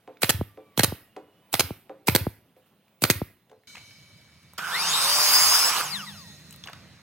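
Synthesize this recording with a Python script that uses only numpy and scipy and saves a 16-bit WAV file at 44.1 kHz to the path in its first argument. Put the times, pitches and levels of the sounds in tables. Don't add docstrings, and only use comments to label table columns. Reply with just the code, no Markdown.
import sys
import numpy as np
from scipy import signal
from scipy.fft import rfft, irfft, next_fast_len
from scipy.io import wavfile
from scipy.ndimage import uniform_filter1d, map_coordinates

SR = 44100
rng = np.random.default_rng(int(sys.argv[2]) if len(sys.argv) > 2 else 0)


def dump(signal):
    limited = np.clip(np.atleast_2d(signal).T, -1, 1)
    pcm = np.round(limited * 32767).astype(np.int16)
    wavfile.write(sys.argv[1], SR, pcm)


def amplitude_ratio(level_db):
    exponent = np.asarray(level_db, float) / 20
    return 10 ** exponent


N = 309565
T = np.arange(N) / SR
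SCENE_CHANGE = 3.672
TOP_HZ = 15850
SWITCH_ON_S, CONTACT_S, THROUGH_S, BRAKE_S, STOP_S = 4.58, 5.05, 5.69, 5.786, 6.5
FREE_HZ = 5280

# start in seconds, puff in dB, leak in dB.
VALVES = [
    (0.219, -23, -27.5),
    (0.7756, -10.5, -28.5),
    (1.5285, -26.5, -29.5),
    (2.072, -20, -27.5),
    (3.02, -19, -28.5),
]
# start in seconds, peak in dB, rebound in dB.
BLOWS = [
    (.23, -5.5, -19),
    (0.7925, -2, -20.5),
    (1.5392, -5, -23),
    (2.082, -6, -21),
    (3.037, -3.5, -18),
]
# start in seconds, opening in dB, closing in dB, leak in dB.
EXHAUSTS = [
    (0.292, -7, -12, -37.5),
    (0.8319, -5.5, -8.5, -37.5),
    (1.594, -8, -8, -35.5),
    (2.1484, -7.5, -10, -34.5),
    (3.0987, -7.5, -8.5, -34),
]
# start in seconds, level in dB.
SEEPS = [
    (2.57, -68.5),
    (2.66, -69),
]
# delay after the event in seconds, body relative in dB, hold in seconds.
PUFF = (.0006, -5, .002)
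BLOW = (.0006, -2, .0035)
REBOUND = (.011, 1, .005)
OPENING = (0.0013, -11.5, 0.0135)
SNAP = (0.00088, -4.5, 0.0024)
CLOSING = (.0125, -3.5, 0.0012)
# frequency in Hz, density in dB per Hz.
BLAST = [(1470, -33.5), (2500, -7.5), (4300, -6), (4990, -5.5), (8940, -4.5), (10600, -7), (11500, -1),
         (14700, -6.5), (16000, -10.5)]
BODY = [(180, -26), (300, -8.5), (999, -12), (1500, -14), (2300, -11), (3300, -15.5), (4300, -11),
        (6000, -27), (7800, -55.5), (13200, -120)]
LEAK = [(590, -35), (1000, -8.5), (1890, -7.5), (2680, -3), (3300, -5.5), (5200, -6), (7100, -13.5),
        (13300, 2.5), (16000, -7)]

# start in seconds, peak in dB.
STRIKES = [(.2345, -19), (.295, -20), (.7771, -17), (.794, -13), (.835, -15), (1.53, -37.5), (1.54, -24),
           (1.594, -21), (2.084, -11), (2.149, -13.5), (3.0214, -21.5), (3.037, -15.5), (3.099, -13.5)]
# start in seconds, peak in dB.
ROCKS = [
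    (.343, -19),
    (.391, -22),
    (.879, -22.5),
    (1.626, -35),
    (1.639, -26.5),
    (2.118, -20),
    (2.209, -19),
    (3.155, -24),
]
# start in seconds, peak in dB.
LANDINGS = [
    (.4111, -16),
    (.922, -21.5),
    (1.706, -22),
    (2.2672, -14.5),
    (3.216, -16.5),
]
# softness in seconds, t60 in seconds, 1.25 times the last pitch in Hz.
STRIKE = (.001, .052, 95)
ROCK = (0.0041, 0.079, 95)
LANDING = (.001, 0.044, 51)

# start in seconds, peak in dB, click relative in dB.
TOUCHES = [
    (0.077, -29.5, -27),
    (0.575, -33.5, -30),
    (1.165, -26.5, -17.5),
    (1.896, -28, -28),
    (2.565, -46, -15.5),
    (3.497, -54, 0),
    (3.515, -43, -11.5),
]
# frequency in Hz, level in dB, t60 in seconds.
BOARD = [(300, -9, .17), (425, -1, .19), (515, 0, .13), (760, -5, .11), (860, -14, .1), (990, -17, .1),
         (1200, -14, .06)]
# start in seconds, peak in dB, pitch in Hz, click relative in dB.
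TICKS = [(0.1704, -44.5, 2270, -19), (0.2207, -26, 1508, -3), (1.5291, -25, 7990, -5.5),
         (2.0707, -27, 7940, -6), (2.881, -53.5, 2400, -18.5), (3.516, -46.5, 790, -29.5),
         (3.53, -47.5, 790, -30), (3.635, -53, 1830, -13.5), (3.752, -36.5, 1030, -22),
         (3.7555, -32, 2610, -24), (3.7691, -34, 2150, -25.5), (3.773, -39.5, 704, -24.5),
         (3.78, -36, 2240, -19.5), (3.909, -43.5, 2275, -17.5), (4.174, -57.5, 7000, -3),
         (4.43, -60.5, 7950, -4.5), (4.466, -67, 8000, -4.5), (4.488, -67, 7000, -3.5),
         (4.535, -47, 1035, -0.5), (4.583, -25, 1520, -19.5), (4.591, -20, 1440, -25),
         (5.805, -18, 1340, -15), (5.811, -17.5, 1370, -15), (5.807, -24.5, 9700, -30),
         (5.815, -28, 9840, -31), (6.508, -39, 7680, -9), (6.526, -39.5, 2980, -2),
         (6.5393, -39, 3920, -12), (6.544, -46, 1290, -14), (6.561, -42.5, 3960, -3),
         (6.6384, -27, 3500, -19), (6.659, -36.5, 1120, -12.5), (6.665, -35.5, 780, -25),
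         (6.676, -35, 1210, -25.5), (6.691, -36, 1100, -23), (6.673, -27.5, 2780, -27.5),
         (6.685, -30, 1520, -31.5), (6.698, -34.5, 770, -15.5), (6.7315, -31, 3760, -14),
         (6.733, -34.5, 1360, -23.5)]

# multiple of the main whine, level in dB, unsteadiness 0-1.
DRIVING = [(1, -1, .022), (2, 2.5, .026), (3, -4, .025)]
# multiple, level in dB, unsteadiness 0-1, heard from Hz, heard to Hz.
BRAKING = [(1, -37, .03, 1200, 3300), (2, -34, .02, 2750, 8500), (2, -40, .03, 1930, 2080),
           (4, -42, .01, 2600, 13000), (8, -41, .006, 4400, 5500)]
# frequency in Hz, gain in dB.
HOUSING = [(600, -22), (1400, -1), (2000, 5), (2500, -2), (3100, -5), (3750, 5), (4200, -1), (4800, 5),
           (5250, 3), (5800, -4), (6600, 3), (7800, -7), (8700, -1), (10000, -7), (12500, -5), (14800, 1)]
# frequency in Hz, gain in dB.
GUARD = [(600, -4), (1250, 0), (1650, -4), (2000, 2), (2400, -10), (2850, 0), (3250, -7), (3650, 7),
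         (4900, 3), (5700, -9), (6600, -1), (8000, -3), (11000, -6), (16000, -20)]
# level in dB, dB per octave of speed when driven, the same when braking,
# change once through the wood in dB, change once braked in dB, gain at full bite in dB.
ROAR_LAW = (-28.5, 4, 10, 0, -1, 2.5)
CUT_LAW = (-24, 7.5, 8.5, -3.5, -1.5, 2.5)
WHINE_LAW = (3, 0, -20, 0, -1)
# peak in seconds, peak in dB, rise in dB per second, fall in dB per second.
GROWL = [
    (4.6, -54.5, 302.7, 30),
    (4.7, -34, 40, 90),
]
# as the growl, then frequency in Hz.
RASP = [
    (4.98, -28.5, 70, 61, 3730),
    (5.17, -31.5, 54, 60, 5800),
    (5.3, -33, 40, 35, 5250),
    (5.65, -24, 54, 250, 5250),
    (5.53, -35, 120, 120, 8750),
]
# frequency in Hz, level in dB.
SINGING = [(4883, -30), (5281, -38), (6460, -33), (6724, -44), (7257, -40), (8979, -42), (9771, -42),
           (9900, -43), (10347, -41), (10541, -41), (11908, -42), (12016, -44), (12796, -39), (13324, -45),
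           (13609, -44), (15434, -40), (15720, -41)]
# frequency in Hz, density in dB per Hz.
ROAR = [(120, -55), (200, -23), (418, -16.5), (512, -15), (594, -16), (665, -8.5), (1070, 0), (1800, -8.5),
        (3000, -7.5), (3900, -18.5), (6600, -120)]
CUT = [(880, -44.5), (1500, -10), (1810, -20), (2740, -8.5), (4000, -3.5), (5020, 1), (5880, -4),
       (6630, -7.5), (8080, -9.5), (10100, -8.5), (11200, -10), (12400, -11.5), (16000, -14)]

# frequency in Hz, level in dB.
RINGING = [(2250, -60), (2277, -56.5), (3042, -67.5), (3079, -71.5), (3618, -80), (3801, -72.5),
           (3930, -77), (4091, -74), (4151, -74.5), (6406, -99), (6438, -103), (6471, -101), (6821, -107),
           (7887, -118)]
# frequency in Hz, level in dB.
RINGING_LATE = [(1880, -68.5), (2627, -74.5), (3618, -67.5), (3898, -67.5), (4054, -70), (4145, -64),
                (6508, -71.5), (6546, -74), (7359, -83.5), (8210, -83.5)]
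# frequency in Hz, level in dB.
DRONE = [(150, -2), (175, -4), (200, -1.5)]
# peak in seconds, peak in dB, rise in dB per second, fall in dB per second.
EARLY_RING = [
    (3.672, -56, 1, 9.5),
    (3.672, -61.5, 1, 5.5),
]
LATE_RING = [
    (5.9, -56.5, 150, 15),
    (6.2, -52, 12, 20),
]
HUM = [
    (4.9, -49, 26.6, 36),
    (5.97, -50, 44.5, 14),
    (6.4, -79, 36.13, 17),
]

# start in seconds, end in seconds, pitch in Hz, glide in Hz per second, level in dB.
SQUEALS = [
    (0.49, 0.717, 1190, -170, -67.5),
    (0.589, 0.706, 2370, -700, -71),
    (0.898, 1.527, 2680, 570.5, -75.5),
]
# peak in seconds, peak in dB, rise in dB per second, fall in dB per second.
BENCH_SWELLS = [
    (.5, -64, 1, 0.96),
    (1.5, -65, 35, 20),
]
SAW_SWELLS = [
    (3.67, -57.5, 1, 1),
    (5.2, -51, 26, 2.6),
    (6.8, -53, 73, 22.6),
]
# frequency in Hz, density in dB per Hz.
BENCH_AIR = [(35, -62.5), (60, -24.5), (90, -8), (200, -3.5), (320, -13.5), (520, -11.5), (850, -15),
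             (1600, -21.5), (3000, -21.5), (7000, -35.5), (12500, -27.5), (16000, -33.5)]
SAW_AIR = [(47, -28), (80, 0), (156, -0.5), (404, -18), (615, -14.5), (751, -20), (2270, -17),
           (3240, -22.5), (4050, -19), (13100, -46), (16000, -54)]
# frequency in Hz, t60 in seconds.
SHOP = [(100, 0.96), (500, 0.35), (2000, 0.45), (6000, 0.21), (14000, 0.11)]
# frequency in Hz, then likeness 0-1, left-right in dB, or left lead in radians.
AT_BENCH = [
    [(100, 0.99), (600, 1), (2000, 0.88), (5000, 0.36), (15000, 0.25)],
    [(60, -0.5), (150, -1), (380, -0.5), (950, -2), (2380, -3), (5980, -2.5), (15000, -4)],
    [(0, 0), (2500, 0.5), (5680, -1.3), (8010, 1), (12300, -3), (14700, -9), (16700, -3.5)],
]
AT_SAW = [
    [(100, .98), (600, .85), (2500, .85), (4000, .12), (5200, .55), (8000, .58), (10000, .45), (15000, .5)],
    [(100, -1), (700, -3.5), (1400, -5), (2750, -.5), (4100, 1), (5500, -1), (6400, -5), (8200, -4.5), (10000, -10), (12000, -6), (15000, -4.5)],
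    [(0, 0), (700, -.35), (3100, -.25), (4000, -3), (4800, -4), (6500, -6.2), (9000, -6.8), (12400, -6), (14600, -7.7)],
]


def air():
    sharp, body, leak, valve = np.zeros((4, N))
    t = T[:SR // 2]
    bursts = [(s, db, PUFF) for s, db, _ in VALVES]
    for s, db, rebound_db in BLOWS:
        bursts += [(s, db, BLOW), (s, rebound_db, REBOUND)]
    for s, db, closing_db, _ in EXHAUSTS:
        bursts += [(s, db, OPENING), (s, db + 0.5, SNAP), (s, closing_db, CLOSING)]
    for s, db, (after, body_db, hold) in bursts:
        shape = (1 - np.exp(-t / 0.00027)) * amplitude_ratio(-60 * np.clip(t - hold, 0, 1) / 0.013)
        add(sharp, s + after, amplitude_ratio(db - 13) * shape)
        add(body, s + after, amplitude_ratio(db + body_db - 7.5) * shape)

    for s, *_, db in VALVES + EXHAUSTS + SEEPS:
        add(leak, s, amplitude_ratio(db - 60 * t / .4))
    lead_s = 0.012
    to_go = lead_s - T[:round(lead_s * SR)]
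    for s, _, db in VALVES:
        add(leak, s - lead_s, amplitude_ratio(db - 11 - 2000.5 * to_go))
        add(valve, s, amplitude_ratio(db - 1.5 - 60 * t / .09))

    flutter = amplitude_ratio(2.6 * wobble(700))
    jets = flutter * (sharp * noise(BLAST) + body * noise(BODY))
    valve_hiss = valve * tones([(8400, 0)], width_hz=1600)
    return jets + leak * noise(LEAK, patchy_db=2.7) + valve_hiss


def bench():
    top, t = np.zeros(N), T[1:SR // 4]
    for rows, (soft, t60, hz) in [(STRIKES, STRIKE), (ROCKS, ROCK), (LANDINGS, LANDING)]:
        pitch = np.hypot(1.2 / (t + 2.0 * soft - .0017), .8 * hz)
        sweep = np.cos(2 * np.pi * np.cumsum(pitch) / SR + 0.94)
        swelling = (t / soft) ** 2 / (1 + (t / soft) ** 2)
        decay_db = 22 * t / t60 + 60 * (t / (1.2 * t60)) ** 2
        for s, db in rows:
            add(top, s, amplitude_ratio(db - decay_db) * swelling * sweep)
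    hz, width_hz = 103, 7
    resonance = lambda f: 1j * f * width_hz / (hz * hz - f * f + 1j * f * width_hz)
    return top + amplitude_ratio(-9.0) * filtered(top, resonance)


def touches():
    out, t = np.zeros(N), T[:SR // 4]
    for s, db, click_db in TOUCHES:
        ring = 0
        for hz, level, t60 in BOARD:
            mode_hz = hz * rng.normal(1, .02)
            ring = ring + amplitude_ratio(level + rng.normal(0, 2) - 60 * t / t60) * np.sin(2 * np.pi * mode_hz * t)
        grit = rng.standard_normal(len(t))
        wood = unit(peak(peak(grit, 600, .8), 450, 1.9))
        thud = amplitude_ratio(db - 8.0) * (1 - np.exp(-t / 0.0017)) * ring
        scrape = amplitude_ratio(db - 12 - 60 * t / 0.15) * (1 - np.exp(-t / 0.0022)) * wood
        add(out, s, thud + scrape)
        sweep = np.cumsum(np.hypot(2.9 / (t + .0008), 450)) / SR
        add(out, s - .001, amplitude_ratio(db - 12.5 - 60 * t / 0.023) * np.sin(2 * np.pi * sweep))
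        add(out, s, amplitude_ratio(db + click_db + 8 - 60 * t / 0.025) * peak(grit, 1700, .8))
    return out


def ticks():
    out, t = np.zeros(N), T[:SR // 12]
    for s, db, hz, click_db in TICKS:
        grit = rng.standard_normal(len(t))
        puff = amplitude_ratio(db - 7.5 - 60 * t / 0.025) * unit(peak(peak(grit, hz, .45), hz, .9))
        click = amplitude_ratio(db + click_db + 2.0 - 60 * t / 0.02) * np.diff(grit, prepend=0)
        clack = amplitude_ratio(db - 1.5 - 60 * t / .014) * np.sin(2 * np.pi * hz * t)
        add(out, s, puff + click + clack)
    return out


def motor():
    bite = np.exp(-((T - 5.39) / .235) ** 2)
    driven = FREE_HZ / (1 + np.exp((4.828 - T) / .134)) - 325 * bite
    crawl_hz = 250
    braked = crawl_hz + (FREE_HZ - crawl_hz) * np.exp(-np.clip(T - BRAKE_S, 0, 9) / .153)
    return np.clip(np.minimum(driven, braked), 1, None), bite


def driven_whine(hz, steady, shaky):
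    orders = []
    for k, db, rough in DRIVING:
        level = amplitude_ratio(db + along(HOUSING, k * hz) + 2.0 * wobble(40) + 1.2 * wobble(14))
        orders.append(level * (k * hz < TOP_HZ) * np.sin(2 * np.pi * k * (steady + rough * shaky)))
    first, second, third = orders
    loaded = amplitude_ratio(4 * step(CONTACT_S, .04))
    whine = loaded * first + step(4.66, .06) * second + step(4.81, 0.08) * third
    return (1 - step(BRAKE_S, .02)) * whine * step(SWITCH_ON_S + .04, 0.13)


def braking_whine(hz, steady, shaky):
    out = 0
    for k, db, rough, low_hz, high_hz in BRAKING:
        below_db = np.clip(120 * np.log2(low_hz / (k * hz)), 0, 11)
        above_db = np.clip(150 * np.log2(k * hz / high_hz), 0, 99)
        fade_db = 45 * np.clip(T - 5.95, 0, 9)
        level = amplitude_ratio(db + along(GUARD, k * hz) - fade_db + 2.2 * wobble(50) - below_db - above_db)
        out = out + level * np.sin(k * 2 * np.pi * (steady + rough * shaky))
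    return step(BRAKE_S, .02) * out


def load_gain(hz, bite, level_db, up, down, out_db, off_db, bite_db):
    speed_db = np.where(T < BRAKE_S, up, down) * np.log2(hz / FREE_HZ)
    released_db = out_db * step(THROUGH_S, .025) + off_db * step(BRAKE_S + 0.023, .025)
    return amplitude_ratio(level_db + speed_db + released_db + bite_db * bite)


def saw():
    hz, bite = motor()
    through = step(THROUGH_S, .025)
    steady = np.cumsum(hz) / SR
    shaky = np.cumsum(hz * wobble(1100) * (1.6 - .6 * step(CONTACT_S, .1))) / SR
    whine = load_gain(hz, bite, -28.5, *WHINE_LAW) * driven_whine(hz, steady, shaky)

    running = np.clip((T - 4.8) / 0.3, 0, 1) * (1 - step(BRAKE_S, .02))
    teeth = amplitude_ratio(-34.0 + 2.5 * wobble(33)) * (T > 5.14) * (1 - .3 * through) * np.sin(3 * np.pi * steady)
    shaft = amplitude_ratio(-41 + 2.5 * wobble(20)) * np.sin(np.pi * steady / 4) * (1 - step(5.45, .2))
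    singing = amplitude_ratio(-21.5 - 218 * (T - 5.39) ** 2) * (1 - through) * tones(SINGING, width_hz=16.0)
    growl = swell(GROWL) * tones([(1445, 0)], width_hz=200)
    for *row, band_hz in RASP:
        growl = growl + swell([row]) * tones([(band_hz, 0)], width_hz=120)
    lines = whine + braking_whine(hz, steady, shaky) + running * (teeth + shaft) + singing + growl

    grit = amplitude_ratio(0.19 * wobble(300) + 0.36 * wobble(18))
    jolt = amplitude_ratio(-29 - 60 * np.abs(T - SWITCH_ON_S) / 0.045)
    roar = load_gain(hz, bite, *ROAR_LAW) * noise(ROAR, patchy_db=1.5)
    cut = (load_gain(hz, bite, *CUT_LAW) + jolt) * noise(CUT, patchy_db=3.0)
    on = step(SWITCH_ON_S - .002) * (1 - step(STOP_S - .3, .3))
    return on * (grit * (roar + cut) + lines * np.array([[1.05], [.7]]))


def chime(lines, damping):
    modes = [amplitude_ratio(db - damping * hz * (T - 6.0)) * np.sin(2 * np.pi * hz * T) for hz, db in lines]
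    sides = np.array([np.ones(len(lines)), (-1.) ** (np.arange(len(lines)) // 2)])
    return unit((sides @ modes) * (T > SCENE_CHANGE))


def blade():
    early = swell(EARLY_RING) * (T > SCENE_CHANGE) * (T < SWITCH_ON_S)
    late = swell(LATE_RING)
    ring = early * amplitude_ratio(-8 + 1.2 * wobble(8)) * chime(RINGING, damping=0.0036)
    ring = ring + late * amplitude_ratio(0.5) * tones(RINGING_LATE, width_hz=15)
    hum = swell(HUM) * (T > SWITCH_ON_S) * tones(DRONE, width_hz=7)
    hiss = noise(CUT)
    dull = filtered(hiss, lambda hz: 1 / (1 + (hz / 6130) ** 0.86))
    wash = early * amplitude_ratio(8.0 - 15.3 * (T - SCENE_CHANGE)) * dull + late * amplitude_ratio(-2.5) * hiss
    return (ring + hum) * np.array([[1.], [.8]]) + wash


def squeals():
    out = 0
    for start, end, hz, glide, db in SQUEALS:
        fade_db = 500 * np.clip(start - T, 0, 1) + 150 * np.clip(T - end, 0, 1)
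        pitch = hz + glide * (T - start) + (hz / 90) * wobble(90)
        level = amplitude_ratio(db - fade_db + 2.0 + 2.5 * wobble(61))
        out = out + level * np.sin(2 * np.pi * np.cumsum(pitch) / SR)
    return out


def floor():
    first = swell(BENCH_SWELLS) * amplitude_ratio(1.1 * wobble(3.1)) * noise(BENCH_AIR, patchy_db=2.0)
    second = swell(SAW_SWELLS) * amplitude_ratio(0.3 * wobble(6)) * noise(SAW_AIR, patchy_db=2.0)
    return np.where(T < SCENE_CHANGE, first, second)


def shop(x):
    hz, t, z = signal.stft(rng.standard_normal((2, SR)), SR, nperseg=256)
    tail = signal.istft(z * amplitude_ratio(-60 * t / along(SHOP, hz)[:, None]), SR, nperseg=256)[1]
    tail = tail / np.linalg.norm(tail[0])
    delayed = np.pad(x, (300, 0))[None]
    return signal.fftconvolve(delayed, tail, axes=1)[:, :N]


def ports(pair, place):
    alike, balance, lead = place
    turn = lambda hz: np.arccos(np.clip(along(alike, hz), -1, 1)) / 2
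    mid, side = filtered(pair, lambda hz: np.array([np.cos(turn(hz)), np.sin(turn(hz))]))

    def offset(hz):
        log_ratio = along(balance, hz) * np.log(10) / 20 + 1j * along(lead, hz)
        return np.exp(np.array([[.5], [-.5]]) * log_ratio)

    return filtered(np.array([mid + side, mid - side]), offset)


def noise(spectrum, patchy_db=2.5):
    re, im = rng.standard_normal((2, 2, 257, N // 256 + 3))
    field = rng.standard_normal(re.shape[1:])
    field = uniform_filter1d(uniform_filter1d(field, 5, 0), 8, 1)
    pair = signal.istft((re + 1j * im) * amplitude_ratio(patchy_db * unit(field)), nperseg=512)[1][:, :N]
    return unit(filtered(pair, lambda hz: amplitude_ratio(along(spectrum, hz))))


def tones(lines, width_hz):
    comb = lambda f: sum(amplitude_ratio(db) * np.exp(-((f - hz) / width_hz) ** 2) for hz, db in lines)
    return unit(filtered(rng.standard_normal((2, N)), comb))


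def swell(rows):
    power = 0
    for s, db, rise, fall in rows:
        power = power + amplitude_ratio(db - rise * np.clip(s - T, 0, 9) - fall * np.clip(T - s, 0, 9)) ** 2
    return np.sqrt(power)


def step(s, width=0.0049):
    return np.clip((T - s) / width, 0, 1)


def wobble(rate):
    return map_coordinates(rng.standard_normal(int(N * rate / SR) + 4), [T * rate])


def peak(x, hz, q):
    return signal.lfilter(*signal.iirpeak(hz, q, SR), x)


def filtered(x, response):
    m = next_fast_len(N + 8192)
    return irfft(rfft(x, m) * response(np.fft.rfftfreq(m, 1 / SR)), m)[..., :N]


def along(points, hz):
    f, v = np.transpose(points)
    return np.interp(np.log(hz + 1), np.log(f + 1), v)


def unit(x):
    return x / np.sqrt(np.mean(x ** 2) + 1e-20)


def add(track, s, piece):
    i = round(s * SR)
    track[..., i:i + piece.shape[-1]] += piece[..., :N - i]


def scene():
    jets, thumps, small = air(), bench(), touches() + ticks()
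    close = jets + (thumps + small + squeals()) * np.array([[1.], [.4]])
    wet = shop(amplitude_ratio(-17.5) * jets[0] + amplitude_ratio(-36.5) * thumps + amplitude_ratio(-11.0) * small)
    sound = close + wet + saw() + blade() + floor()
    return np.where(T < SCENE_CHANGE, ports(sound, AT_BENCH), ports(sound, AT_SAW))


def low_pass(x):
    return signal.sosfilt(signal.butter(12, 17140, fs=SR, output="sos"), x)


def record(dry):
    bass_cut = filtered(dry, lambda hz: 1 / (1 + (30 / (hz + 1)) ** 4))
    squeezed = bass_cut / (1 + np.abs(bass_cut / .95) ** 4) ** (1 / 4)
    band = filtered(squeezed, lambda hz: np.where(hz < TOP_HZ, 1, amplitude_ratio(-38) * (hz < 17100)))
    return low_pass(band)


dry = scene()
out = record(dry)
dump(out)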